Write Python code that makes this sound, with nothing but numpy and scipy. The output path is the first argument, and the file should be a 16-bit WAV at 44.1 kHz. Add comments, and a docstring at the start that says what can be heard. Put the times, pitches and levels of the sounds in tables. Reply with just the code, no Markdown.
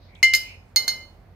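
"""A glass bottle, held on a barbecue's side shelf, struck with a metal utensil: two quick blows low on
its body (the second rebounds), then two higher up. Each blow cracks, sets off a short dense shimmer
and leaves a few clear modes ringing, until the hand tightens on the low ones. Utensil and sleeve rub
lightly, the sheet-metal shelf hums, and the yard walls answer over a faint outdoor rumble."""
import sys
import numpy as np
from scipy import signal
from scipy.fft import rfft, irfft
from scipy.io import wavfile

SR = 44100
rng = np.random.default_rng(int(sys.argv[2]) if len(sys.argv) > 2 else 0)


def pcm_store(signal):
    """Save signal as 16-bit PCM."""
    levels = np.round(np.clip(np.atleast_2d(signal), -1, 1) * 32767)
    wavfile.write(sys.argv[1], SR, levels.astype(np.int16).T)


N = 59535

# utensil blows, third a rebound: t/s, ring level/dB, place (0 low, 1 high), ring tilt/(dB/oct),
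# shimmer level/dB, shimmer tilt/(dB/oct), crack level/dB, ring t60 factor
BLOWS = [(0.2285, 1, 0.098, 3, -25.5, -3, -20, 0.77), (.3366, -2, 0.18, 1, -23.5, .5, -15, 0.68),
         (.3484, -10, 0, 12.5, -31.5, 2.5, -26, 0.67), (0.7604, 2, 0.93, 1, -25, -1.5, -20, 0.75),
         (.8787, -4, 0.91, -0.5, -29, -2.5, -24, 1)]
# spectrum of the dense glass modes: f/Hz, relative level struck low/dB, struck high/dB
SHIMMER_SPECTRUM = [(250.8, -20, -27), (600, -21, -21), (1050, -22, -22), (1385, -9, -12.5),
                    (2500, 2.5, -13.5), (3595, -8, -6.5), (4400, -2, -8.5), (5253, 11.5, -4.5),
                    (5440, -11.5, -13), (6400, -1.5, -6), (7490, -22, -10.5), (8500, -3.5, -15),
                    (9310, -11.5, -6.5), (9660, -11, -17), (9700, -7.5, -7.5), (11100, -29, -6),
                    (12400, -5, 1.5), (14600, -13.5, -11.5), (16000, -10, -5), (15980, -25.5, -20.5)]

TILT_PIVOT_HZ, TOP_HZ = 3500, 15400
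SHIMMER_PAN_DB, BACKGROUND_PAN_DB, LEFT_LAG_S = -1.5, -2.5, 0.00003


def bottle_ring(t):
    """Clear modes: each blow partly chokes the old ring, then feeds each mode according to place."""
    # modes of bottle and utensil: f/Hz
    modes_hz = [2091.6, 2922, 2981, 4052, 4226, 4307, 4766, 5128, 5175, 5256, 5902, 6398, 7064, 8370, 8880,
                9570, 9726, 10490, 11450, 11830, 12270, 12475, 12620]
    # same modes: level struck low/dB, struck high/dB, base t60/s, L-R/dB, right lead/rad
    modes = [(-2.5, -28, 0.41, 5, 0.5), (-18.5, -54.5, 0.44, 4.5, 1.2), (-21, -38, 0.48, -3, 0.2),
             (-29, -19.5, 0.21, 2.5, -10.1), (-20, -20.5, 0.15, -5.5, 5.2), (-23, -11, 0.16, -9, 1),
             (-26, -19.5, 0.05, -6, 0.3), (-26, -31, 0.21, -3, 3.55), (-38.5, -25.5, .22, -3.5, 0),
             (-29, -32.5, 0.15, -5, 2.6), (-41.5, -35.5, 0.1, 0, 3), (-20, -15, 0.063, 2, 1.23),
             (-26, -29.5, 0.089, -2, 1), (-35, -47.5, 0.18, 2, 4.5), (-50, -35, 0.05, 2, 1),
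             (-44.5, -39, 0.18, 6.5, 3.6), (-46, -51, 0.11, -4.5, 0.7), (-36.5, -35, 0.097, 4, 3.87),
             (-49.5, -35.5, 0.094, -4.5, 2.7), (-54.5, -35, 0.1493, -6, 1.7), (-40, -35, 0.13, -1, 4.5),
             (-31.5, -41.5, 0.043, -6.5, 2.5), (-44, -34.5, .14, 0.5, 3.5)]
    rise_s, contact_s, surviving_share = 0.0012, 0.0034, 0.067
    held_below_hz, loose_grip = 3500, 1.4  # looser grip at high blows: held modes ring longer
    grip_at_s, grip_t60_s = 1.036, 0.17
    grip = fade(t - grip_at_s, grip_t60_s)
    out = np.zeros((2, N))
    for hz, (low_db, high_db, t60_s, pan_db, lead_rad) in zip(modes_hz, modes):
        held = hz < held_below_hz
        swing = np.zeros(N)
        for at_s, blow_db, place, tilt_db_oct, *_, t60_factor in BLOWS:
            age_s = np.maximum(t - at_s, 0)
            db = blow_db + struck_db(hz, low_db, high_db, place, tilt_db_oct)
            decay = fade(age_s, t60_s * t60_factor * (loose_grip ** place if held else 1))
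            swing *= surviving_share + (1 - surviving_share) * np.exp(-age_s / contact_s)
            swing += undb(db) * (1 - np.exp(-age_s / rise_s)) * decay
        phase_rad = 2 * np.pi * hz * t + np.array([[-lead_rad], [lead_rad]]) / 2
        out += pan(pan_db) * swing * (grip if held else 1) * np.sin(phase_rad)
    return out


def crack_and_shimmer(t):
    """Metal cracks on glass; a crowd of short-lived modes follows as shaped noise."""
    crack_t60_s, shimmer_t60_s = 0.012, 0.076
    out = np.zeros((2, N))
    for at_s, _, place, _, shimmer_db, tilt_db_oct, crack_db, _ in BLOWS:
        spectrum = [(hz, struck_db(hz, low_db, high_db, place, tilt_db_oct))
                    for hz, low_db, high_db in SHIMMER_SPECTRUM]
        shared, left, right = noise(spectrum, count=3)
        stereo = np.array([delay(shared, LEFT_LAG_S), shared]) + 0.71 * np.array([left, right])
        crack = undb(crack_db) * fade(t - at_s, crack_t60_s)
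        shimmer = undb(shimmer_db) * fade(t - at_s, shimmer_t60_s)
        out += (t >= at_s) * (shimmer + crack) * stereo
    return out * pan(SHIMMER_PAN_DB)


def glass_sparkle(t, count=110):
    """Weak upper glass modes that outlast the shimmer; same pitches at every blow, levels scattered."""
    lowest_hz, mean_t60_s, gain_db, scatter_db = 3195, 0.17, -14, 2.5
    age_s = t[:SR // 2]
    hz_draw, t60_draw, start_cycles, lead_draw = rng.random((count, 4)).T
    hz = lowest_hz + (TOP_HZ - lowest_hz) * (np.arange(count) + hz_draw) / count
    decay = fade(age_s, mean_t60_s * (0.5 + t60_draw[:, None]))
    waves = decay * np.exp(2j * np.pi * (hz[:, None] * age_s + start_cycles[:, None]))
    left_rad = 2 * (lead_draw - 0.5) - 2 * np.pi * hz * LEFT_LAG_S
    stereo = np.array([np.exp(1j * left_rad), np.ones(count)])
    points_hz, *levels_db = np.array(SHIMMER_SPECTRUM).T
    low_db, high_db = (np.interp(hz, points_hz, db) for db in levels_db)
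    out = np.zeros((2, N + SR))
    for at_s, _, place, _, shimmer_db, tilt_db_oct, _, _ in BLOWS:
        db = gain_db + shimmer_db + struck_db(hz, low_db, high_db, place, tilt_db_oct)
        gains = undb(db + scatter_db * rng.standard_normal(count))
        start = int(at_s * SR)
        out[:, start:start + len(age_s)] += ((stereo * gains) @ waves).imag
    return out[:, :N] * pan(SHIMMER_PAN_DB)


def struck_db(hz, low_db, high_db, place, tilt_db_oct):
    """Mode level: blend of low and high strike, tilted by the blow."""
    return low_db + place * (high_db - low_db) + tilt_db_oct * np.log2(hz / TILT_PIVOT_HZ)


def rubs(t):
    """Utensil and sleeve brush lightly: swells of band noise."""
    # brushes: mid t/s, length/s, f/Hz, width/oct, level/dB
    brushes = [(0.058, .16, 4070, 0.3, -63), (0.131, 0.12, 2160, 0.15, -58), (.156, .01, 3340, 0.23, -49.5),
               (0.151, .008, 6300, 0.466, -64), (0.187, .07, 2350, 0.13, -57),
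               (0.188, .09, 7050, .45, -72.5), (0.499, 0.16, 2448, 0.17, -46.5),
               (.69, .14, 7010, 0.53, -78)]
    out = np.zeros((2, N))
    for mid_s, length_s, hz, width_oct, db in brushes:
        edge, skirt = 2 ** (width_oct / 2), 2 ** (2 * width_oct)
        band = noise([(hz / 2, -40), (hz / skirt, -18), (hz / edge, 0),
                      (hz * edge, 0), (hz * skirt, -18), (hz * 2, -40)])
        swell = np.cos(np.pi * np.clip((t - mid_s) / length_s, -0.5, 0.5))
        out += undb(db) * band * swell
    return out


def yard_echo(x, t):
    """Near surfaces give single echoes; walls and foliage scatter a short tail."""
    # near reflections: delay/s, left gain, right gain
    echoes = [(.0052, 0.066, 0.055), (.0105, 0.071, 0.41), (.028, 0.05, 0.083)]
    # tail colour: f/Hz, level/dB
    tail_spectrum = [(300, -2.5), (1300, 4.5), (1850, 0.5), (2090, -9), (2400, 2.5), (3000, -2.5),
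                     (4300, -3), (6000, -1.5), (8000, -3.5), (15000, -2.5)]
    tail_db, onset_s, split_hz = -9.5, 0.004, 6000
    near = sum(np.array([[left], [right]]) * delay(x, lag_s) for lag_s, left, right in echoes)
    white = rng.standard_normal((2, N))
    low = signal.sosfilt(signal.butter(2, split_hz, fs=SR, output="sos"), white)
    high = signal.sosfilt(signal.butter(2, split_hz, "high", fs=SR, output="sos"), white)
    tail = low * fade(t, t60_s=0.43) - high * fade(t, t60_s=0.28)
    tail *= 1 - np.exp(-t / onset_s)
    tail = colour(tail / np.sqrt(np.sum(tail ** 2) / 2), tail_spectrum)
    return near + undb(tail_db) * signal.fftconvolve(x, tail, axes=1)[:, :N]


def shelf_hum(t):
    """Blows stir the shelf's many low modes; high blows rock the bottle and stir them more."""
    # sheet-metal hum: f/Hz, relative level/dB
    spectrum = [(90, -27.5), (160, -1.5), (350, 0), (650, 2.5), (900, -1), (1300, -5.5), (2500, -23.5)]
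    gain_db, high_blow_db, t60_s = -53.5, 7, 0.98
    power = sum((undb(db + place * high_blow_db) * (t >= at_s) * fade(t - at_s, t60_s)) ** 2
                for at_s, db, place, *_ in BLOWS)
    mid, side = noise(spectrum)
    stereo = mid + 0.26 * np.array([side, -side])
    return undb(gain_db) * np.sqrt(power) * pan(BACKGROUND_PAN_DB) * stereo


def outdoor_rumble():
    """Distant rumble, alike in both ears in the bass, wider above."""
    # rumble: f/Hz, relative level/dB
    spectrum = [(20, -35), (33, -17.5), (48, 5.5), (68, -7.5), (92, 3.5), (115, -7), (170, -8.5),
                (300, -18.5), (750, -19.5), (1200, -28), (2200, -32), (3200, -41), (4500, -41),
                (8000, -56.5), (15000, -49.5)]
    gain_db, wide_above_hz = -50, 690
    mid, side = noise(spectrum)
    side = signal.sosfilt(signal.butter(1, wide_above_hz, "high", fs=SR, output="sos"), side)
    return undb(gain_db) * pan(BACKGROUND_PAN_DB) * (mid + 0.86 * np.array([side, -side]))


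def undb(db):
    """dB to gain."""
    return 10 ** (np.asarray(db) / 20)


def fade(t, t60_s):
    """Exponential decay; 1 before t = 0."""
    return np.exp(-np.log(1000) * np.maximum(t, 0) / t60_s)


def pan(db):
    """Stereo gains for L-R/dB."""
    return undb(np.array([[db], [-db]]) / 2)


def colour(x, points):
    """Minimum-phase filter through (f/Hz, level/dB) points."""
    hz, db = np.array(points).T
    bins_hz = np.maximum(np.fft.rfftfreq(2 * N, 1 / SR), 1)
    gain = undb(np.interp(np.log(bins_hz), np.log(hz), db))
    cepstrum = irfft(np.log(gain))
    cepstrum[1:N] *= 2
    cepstrum[N + 1:] = 0
    return irfft(rfft(x, 2 * N) * np.exp(rfft(cepstrum)))[..., :N]


def noise(points, count=2):
    """Independent coloured noises, unit RMS."""
    x = colour(rng.standard_normal((count, N)), points)
    return x / x.std()


def delay(x, lag_s):
    """Fractional-sample delay."""
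    bins_hz = np.fft.rfftfreq(2 * N, 1 / SR)
    return irfft(rfft(x, 2 * N) * np.exp(-2j * np.pi * bins_hz * lag_s))[..., :N]


def scene():
    """Bottle clinks and their echo over shelf hum and rumble."""
    t = np.arange(N) / SR
    bottle = bottle_ring(t) + crack_and_shimmer(t) + glass_sparkle(t) + rubs(t)
    return bottle + yard_echo(bottle, t) + shelf_hum(t) + outdoor_rumble()


def record(dry):
    """Hard limit at full scale, then steep low-pass."""
    lowpass = signal.ellip(8, 0.2, 80, TOP_HZ, fs=SR, output="sos")
    return signal.sosfilt(lowpass, np.clip(dry, -1, 1))


dry = scene()
out = record(dry)
pcm_store(out)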